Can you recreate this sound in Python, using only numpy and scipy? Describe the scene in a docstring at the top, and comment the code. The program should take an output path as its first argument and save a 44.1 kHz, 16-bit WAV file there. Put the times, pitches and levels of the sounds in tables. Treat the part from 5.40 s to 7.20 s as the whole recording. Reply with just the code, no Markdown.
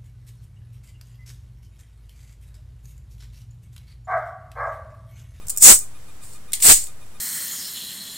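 """Microphone hiss, room rumble and short buzz bursts come first, then a few loose clicks.
A homemade steel blade on a forearm slides in along its rails, shifts faintly, then shoots out, in a small bedroom.
Dense tiny impacts drive rails, blade and frame; the hissing scrapes overload the close microphone,
which adds a dry crackle of dense random impulses and saturates on loud peaks.
The swinging arm buffets the microphone with gusts of filtered noise and slow pressure bumps."""
import sys
import numpy as np
from scipy import signal
from scipy.fft import rfft, irfft, next_fast_len
from scipy.io import wavfile
from scipy.ndimage import uniform_filter1d

SR = 44100
rng = np.random.default_rng(int(sys.argv[2]) if len(sys.argv) > 2 else 0)


def persist_wave(psi):
    """Save psi, clipped to +-1, as 16-bit WAV."""
    counts = np.round(np.clip(psi, -1, 1) * 32767).astype(np.int16)
    wavfile.write(sys.argv[1], SR, np.atleast_2d(counts).T)


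N = 79380  # samples: 1.8 s

# Spectra are relative: colour() evens out their overall power.
# background rumble of the room: (f/Hz, level/dB)
RUMBLE_COLOUR = [(15, 4), (35, -6), (60, -3.5), (115, -2.5), (180, -12), (280, -18.5), (1000, -25),
                 (3000, -35), (15000, -41.5)]
# hiss of the microphone's electronics: (f/Hz, level/dB)
HISS_COLOUR = [(50, 9.5), (400, 4), (1500, 1.5), (4000, -5), (6500, -4), (8100, 1), (9500, -4),
               (15500, -10)]
RUMBLE_DB, HISS_DB = -48, -51
# tones of the electrical buzz: (f/Hz, rms level/dB while it sounds)
BUZZ_TONES = [(1222, -59.5), (2444, -60.5), (3666, -63), (10083, -61)]
BUZZ_FIRST_S, BUZZ_LENGTH_S, BUZZ_PERIOD_S = 0.014, 0.027, 0.1333

# the blade knocks loosely in its rails: (t/s, rail level/dB, frame level/dB, time for the chatter to fall 20 dB/s)
KNOCKS = [(0.069, -28, -59, .008), (0.0836, -18.5, -55.5, 0.0045), (0.096, -17.5, -40.5, 0.02),
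          (.1006, -15, -37, 0.005), (0.1632, -25, -56.5, .006), (0.1742, -6, -54, .002),
          (0.1829, -12.5, -48, 0.0026), (0.2231, -1, -42, 0.009), (.3888, -17, -36.5, 0.0045),
          (1.121, -21.5, -27.5, 0.0026), (1.1329, -11, -16, 0.0063), (1.138, -24.5, -21, .007),
          (1.147, -24.5, -34, 0.034), (1.2016, -28, -28, 0.014), (1.2255, -22.5, -15, 0.0073),
          (1.361, -18, -38, .005), (1.432, -36, -35, 0.0047), (1.44, -23, -39, 0.0045),
          (1.47, -30, -36, .004), (1.6625, -47.5, -63, .006)]
FIRST_TOUCH = 3.7  # first contact, added to a chatter that starts at 1

# colour of the rails: (f/Hz, level/dB)
RAIL_COLOUR = [(300, -35.5), (2000, -34), (4000, -32.5), (5200, -16.5), (6100, -16.5), (6700, -9.5),
               (7600, -4.5), (8300, -1.5), (8800, -2), (9400, -8), (10800, -14), (13000, -15.5),
               (15500, -15)]
# colour of the frame that carries them: (f/Hz, level/dB)
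FRAME_COLOUR = [(200, -28.5), (1300, -22.5), (2000, -2.5), (2600, -7.5), (3050, -1.5), (3500, -6),
                (4500, 2), (5100, -2.5), (6500, -4.5), (10000, -3), (15500, -13)]
# ringing of the blade: (f/Hz, relative level/dB, t60/s)
BLADE_MODES = [(4510, -16, .12), (6796, -14, .12), (7090, 12.5, .12), (7300, -11, .14), (7440, -3, 0.19),
               (7580, -3.5, 0.047), (8280, -5.5, .25), (8710, -6, 0.33), (8315, 2.5, .2), (8715, 1, .17),
               (8970, -2.5, 0.19)]
RING_DB = -18

# how far the left microphone port leads the right: (f/Hz, phase/rad)
PORT_PHASE = [(0, 0.77), (5600, -0.35), (7000, -0.42), (8700, -1.4), (10200, -1.5), (11200, -.3),
              (15500, .2)]
# the soft furnishings swallow the top of the room's tail: (f/Hz, level/dB)
ROOM_COLOUR = [(1000, 0), (5000, -0.5), (8000, -2.5), (11000, -2), (15500, -3)]
# reflections off the arm and desk, then the room; levels relative to the direct sound
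NEAR_T60_S, NEAR_DB, NEAR_RISE_S = 0.027, -0.5, 0.0011
ROOM_T60_S, ROOM_DB, ROOM_RISE_S = 0.22, -5.5, 0.008
EVEN_HZ = 400  # smoothing width when the echoes' colour is evened

# gusts of the swinging arm: (t/s, level/dB, width/s)
GUSTS = [(.07, -39, 0.014), (0.293, -32.5, .027), (1.21, -41, .012), (1.295, -39, 0.026)]
# colour of the gusts: (f/Hz, level/dB)
BUFFET_COLOUR = [(10, -11), (28, -2), (60, -15.5), (130, -16), (400, -68), (2000, -98)]
# air pushed onto the microphone by the arm: (t/s, height before the high-pass/dB)
PUFFS = [(.34, -21.5), (1.341, -19.5)]
PUFF_WIDTH_S, PUFF_CUT_HZ = 0.012, 1.63

# friction as the blade slides back in: (t/s, level/dB)
SLIDE_IN = [(.195, -43), (.209, -23), (.221, -14), (.226, -6.5), (.245, -1.5), (.265, -0.5), (.3, -1),
            (.335, -12), (.362, -20.5), (.41, -51)]
# friction as the blade creeps while the arm is held up: (t/s, level/dB)
CREEP = [(.8, -70), (.826, -50), (.834, -43), (.89, -49), (.945, -44.5), (.98, -59)]
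# friction as the blade shoots out and settles: (t/s, level/dB)
SLIDE_OUT = [(1.19, -40), (1.216, -31.5), (1.226, -13), (1.24, -14.5), (1.262, -8), (1.295, -7.5),
             (1.325, -6), (1.357, -20.5), (1.41, -31), (1.49, -47)]
# how much each slide shakes the frame, relative to the rails
FRAME_IN_DB, FRAME_CREEP_DB, FRAME_OUT_DB = -22.5, -8.5, -10.5
CATCHES_PER_S, CATCH_SPREAD_DB = 9000, 2.5  # rate at speed 1; scale of the uneven sizes
RATE_FOLLOWS = 0.26  # exponent: the catches thin out as the blade slows
JUDDER_DB, JUDDER_HZ = 0.5, 120.9  # spread of the level wander; its random points per second

# moving centre of the squeal, mostly upward going in and downward coming out: (t/s, f/Hz)
SQUEAL_PITCH = [(.225, 7330), (.285, 7040), (.335, 8370), (1.25, 8650), (1.33, 7665), (1.45, 7700)]
SQUEAL_WIDTH_HZ, SQUEAL_DB = 1800, -4

# broad overload crackle of the microphone during the slide in: (t/s, level/dB)
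CRACKLE_IN = [(.225, -48.5), (.252, -12.5), (.285, -6.5), (.305, -6.5), (.33, -11.5), (.345, -27.5),
              (.37, -33)]
# broad overload crackle of the microphone during the slide out: (t/s, level/dB)
CRACKLE_OUT = [(1.235, -31), (1.255, -18.5), (1.28, -15.5), (1.296, -7.5), (1.314, -9), (1.333, -18.5),
               (1.35, -38.5)]
# colour of the crackle: (f/Hz, level/dB)
CRACKLE_COLOUR = [(40, 2.6), (200, 0), (2000, -0.43), (6000, -1), (15500, -2)]

CEILING_DB, CLIP_HARDNESS = 1, 7  # ceiling relative to full scale; exponent of the knee
DC_OFFSET, CUTOFF_HZ = -0.022, 15800  # offset as a fraction of full scale


def from_db(db):
    """Decibels to gain."""
    return 10 ** (np.asarray(db) / 20)


def rms_one(x):
    """Scale to unit rms."""
    return x / np.sqrt(np.mean(x ** 2) + 1e-20)


def clock():
    """Time of every sample in seconds."""
    return np.arange(N) / SR


def envelope(curve):
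    """Gain along a level curve, silent outside it."""
    return from_db(np.interp(clock(), *np.transpose(curve), left=-np.inf, right=-np.inf))


def colour(x, points):
    """Causal filter that follows a spectrum and keeps the power of white noise."""
    size = 2 * next_fast_len(N)
    hz, db = np.transpose(points)
    bins_hz = np.arange(size // 2 + 1) * SR / size
    gain = rms_one(from_db(np.interp(np.log(bins_hz + 1), np.log(hz), db)))
    # folding the cepstrum gives minimum phase
    cepstrum = irfft(np.log(gain))
    cepstrum[1:size // 2] *= 2
    cepstrum[size // 2 + 1:] = 0
    response = np.exp(rfft(cepstrum))
    return irfft(rfft(x, size) * response)[..., :N]


def drift(hz):
    """Smooth random wander of unit rms."""
    return rms_one(np.interp(clock() * hz, np.arange(N), rng.standard_normal(N)))


def background():
    """Room rumble and microphone hiss as coloured noise, with regularly gated tones of electrical buzz."""
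    t = clock()
    gate = (t - BUZZ_FIRST_S) % BUZZ_PERIOD_S < BUZZ_LENGTH_S
    tones = sum(np.sqrt(2) * from_db(db) * np.sin(2 * np.pi * (hz * t + rng.random()))
                for hz, db in BUZZ_TONES)
    rumble = from_db(RUMBLE_DB) * colour(rng.standard_normal(N), RUMBLE_COLOUR)
    hiss = from_db(HISS_DB) * colour(rng.standard_normal((2, N)), HISS_COLOUR)
    return gate * tones + rumble + hiss


def knocks():
    """Each knock is one sharp contact and a quickly dying chatter on the rails and the frame."""
    force = np.zeros((2, N))
    for s, rail_db, frame_db, length in KNOCKS:
        age = clock() - s
        shape = (age >= 0) * from_db(-20 * np.abs(age) / length)
        shape[int(s * SR)] += FIRST_TOUCH
        force += from_db([[rail_db], [frame_db]]) * shape
    return force * rng.choice([-1, 1], (2, N))


def steel(rail_force, frame_force):
    """Forces excite the broad bright rails, the blade's decaying modes and the duller frame."""
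    t = clock()[:SR // 2]
    modes = sum(from_db(db - 60 * t / t60) * np.sin(2 * np.pi * hz * t) for hz, db, t60 in BLADE_MODES)
    ring = signal.fftconvolve(rail_force, modes / np.linalg.norm(modes))[:N]
    return colour(rail_force, RAIL_COLOUR) + from_db(RING_DB) * ring + colour(frame_force, FRAME_COLOUR)


def echoes(x, t60, rise):
    """Diffuse reflections: decaying noise of even colour, different at the two microphone ports."""
    t = clock()[:SR // 2]
    fade_in = np.clip(t / rise, 0, 1)
    tail = rfft(rng.standard_normal((2, len(t))) * from_db(-60 * t / t60) * fade_in)
    tail /= np.sqrt(uniform_filter1d(np.abs(tail) ** 2, EVEN_HZ * len(t) // SR, axis=1))
    return signal.fftconvolve(x[None], irfft(tail)[:, :SR // 3], axes=1)[:, :N]


def bedroom(x):
    """Direct sound, out of phase at the two ports by frequency, with near reflections and a short room tail."""
    phase = np.interp(np.arange(N // 2 + 1) * SR / N, *np.transpose(PORT_PHASE))
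    direct = irfft(rfft(x) * np.exp(.5j * phase * [[1], [-1]]), N)
    near = from_db(NEAR_DB) * echoes(x, NEAR_T60_S, NEAR_RISE_S)
    room = from_db(ROOM_DB) * echoes(colour(x, ROOM_COLOUR), ROOM_T60_S, ROOM_RISE_S)
    # keep the total power whatever the mix
    return (direct + near + room) / np.sqrt(1 + from_db(NEAR_DB) ** 2 + from_db(ROOM_DB) ** 2)


def air():
    """The swinging arm buffets the microphone with low noise and pushes a slow pressure bump late in each slide."""
    t = clock()
    bumps = sum(from_db(db) * np.exp(-.5 * ((t - s) / PUFF_WIDTH_S) ** 2) for s, db in PUFFS)
    gusts = sum(from_db(db) * np.exp(-.5 * ((t - s) / width) ** 2) for s, db, width in GUSTS)
    buffet = gusts * colour(rng.standard_normal(N), BUFFET_COLOUR)
    return signal.lfilter(*signal.butter(1, PUFF_CUT_HZ, "high", fs=SR), bumps) + buffet


def catches(speed=1):
    """Dense tiny impacts of uneven size, as steel catches on steel; fewer at low speed, with even power."""
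    sizes = rms_one(from_db(CATCH_SPREAD_DB * np.minimum(rng.exponential(1, N), 4)))
    signed = sizes * rng.choice([-1, 1], N)
    chance = np.clip(CATCHES_PER_S * speed ** RATE_FOLLOWS / SR, 1e-2, 1)
    return signed * (rng.random(N) < chance) / np.sqrt(chance)


def slides():
    """Friction forces on rails and frame: catches under the slide levels; the rail level stands in for speed."""
    rails, frame = 0, 0
    for curve, frame_db in ((SLIDE_IN, FRAME_IN_DB), (CREEP, FRAME_CREEP_DB), (SLIDE_OUT, FRAME_OUT_DB)):
        level = envelope(curve)
        rails = rails + level
        frame = frame + level * from_db(frame_db)
    judder = from_db(JUDDER_DB * drift(JUDDER_HZ))
    return np.array([rails * catches(rails), frame * catches(rails)]) * judder


def squeal(force):
    """A broad resonance of the blade, its moving pitch standing for the blade's free length."""
    pitch = np.interp(clock(), *np.transpose(SQUEAL_PITCH))
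    turn = np.exp(2j * np.pi * np.cumsum(pitch) / SR)
    # shift the pitch down to zero, low-pass, and shift back up
    lowpass = signal.butter(2, SQUEAL_WIDTH_HZ / 2, fs=SR, output="sos")
    band = signal.sosfilt(lowpass, force * rng.choice([-1, 1], N) / turn + 1e-18)
    return from_db(SQUEAL_DB) * np.sqrt(2 * SR / SQUEAL_WIDTH_HZ) * np.real(band * turn)


def overload_crackle():
    """Dry full-range crackle of the overloaded microphone input in each slide, different in the two channels."""
    level = envelope(CRACKLE_IN) + envelope(CRACKLE_OUT)
    # the same dense random impulses as the catches, at a constant rate
    impulses = np.array([catches(), catches()])
    return colour(level * impulses, CRACKLE_COLOUR)


def scene():
    """The blade in the room, with the microphone's dry overload crackle, moving air and the background."""
    friction = slides()
    blade = steel(*(friction + knocks())) + squeal(friction[0])
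    return bedroom(blade) + overload_crackle() + air() + background()


def record(dry):
    """The input saturates on loud peaks and sits slightly off zero; a steep low-pass cuts the top."""
    knee = (1 + np.abs(dry / from_db(CEILING_DB)) ** CLIP_HARDNESS) ** (1 / CLIP_HARDNESS)
    clipped = dry / knee + DC_OFFSET
    return signal.sosfiltfilt(signal.ellip(10, .05, 60, CUTOFF_HZ, fs=SR, output="sos"), clipped)


dry = scene()
out = record(dry)
persist_wave(out)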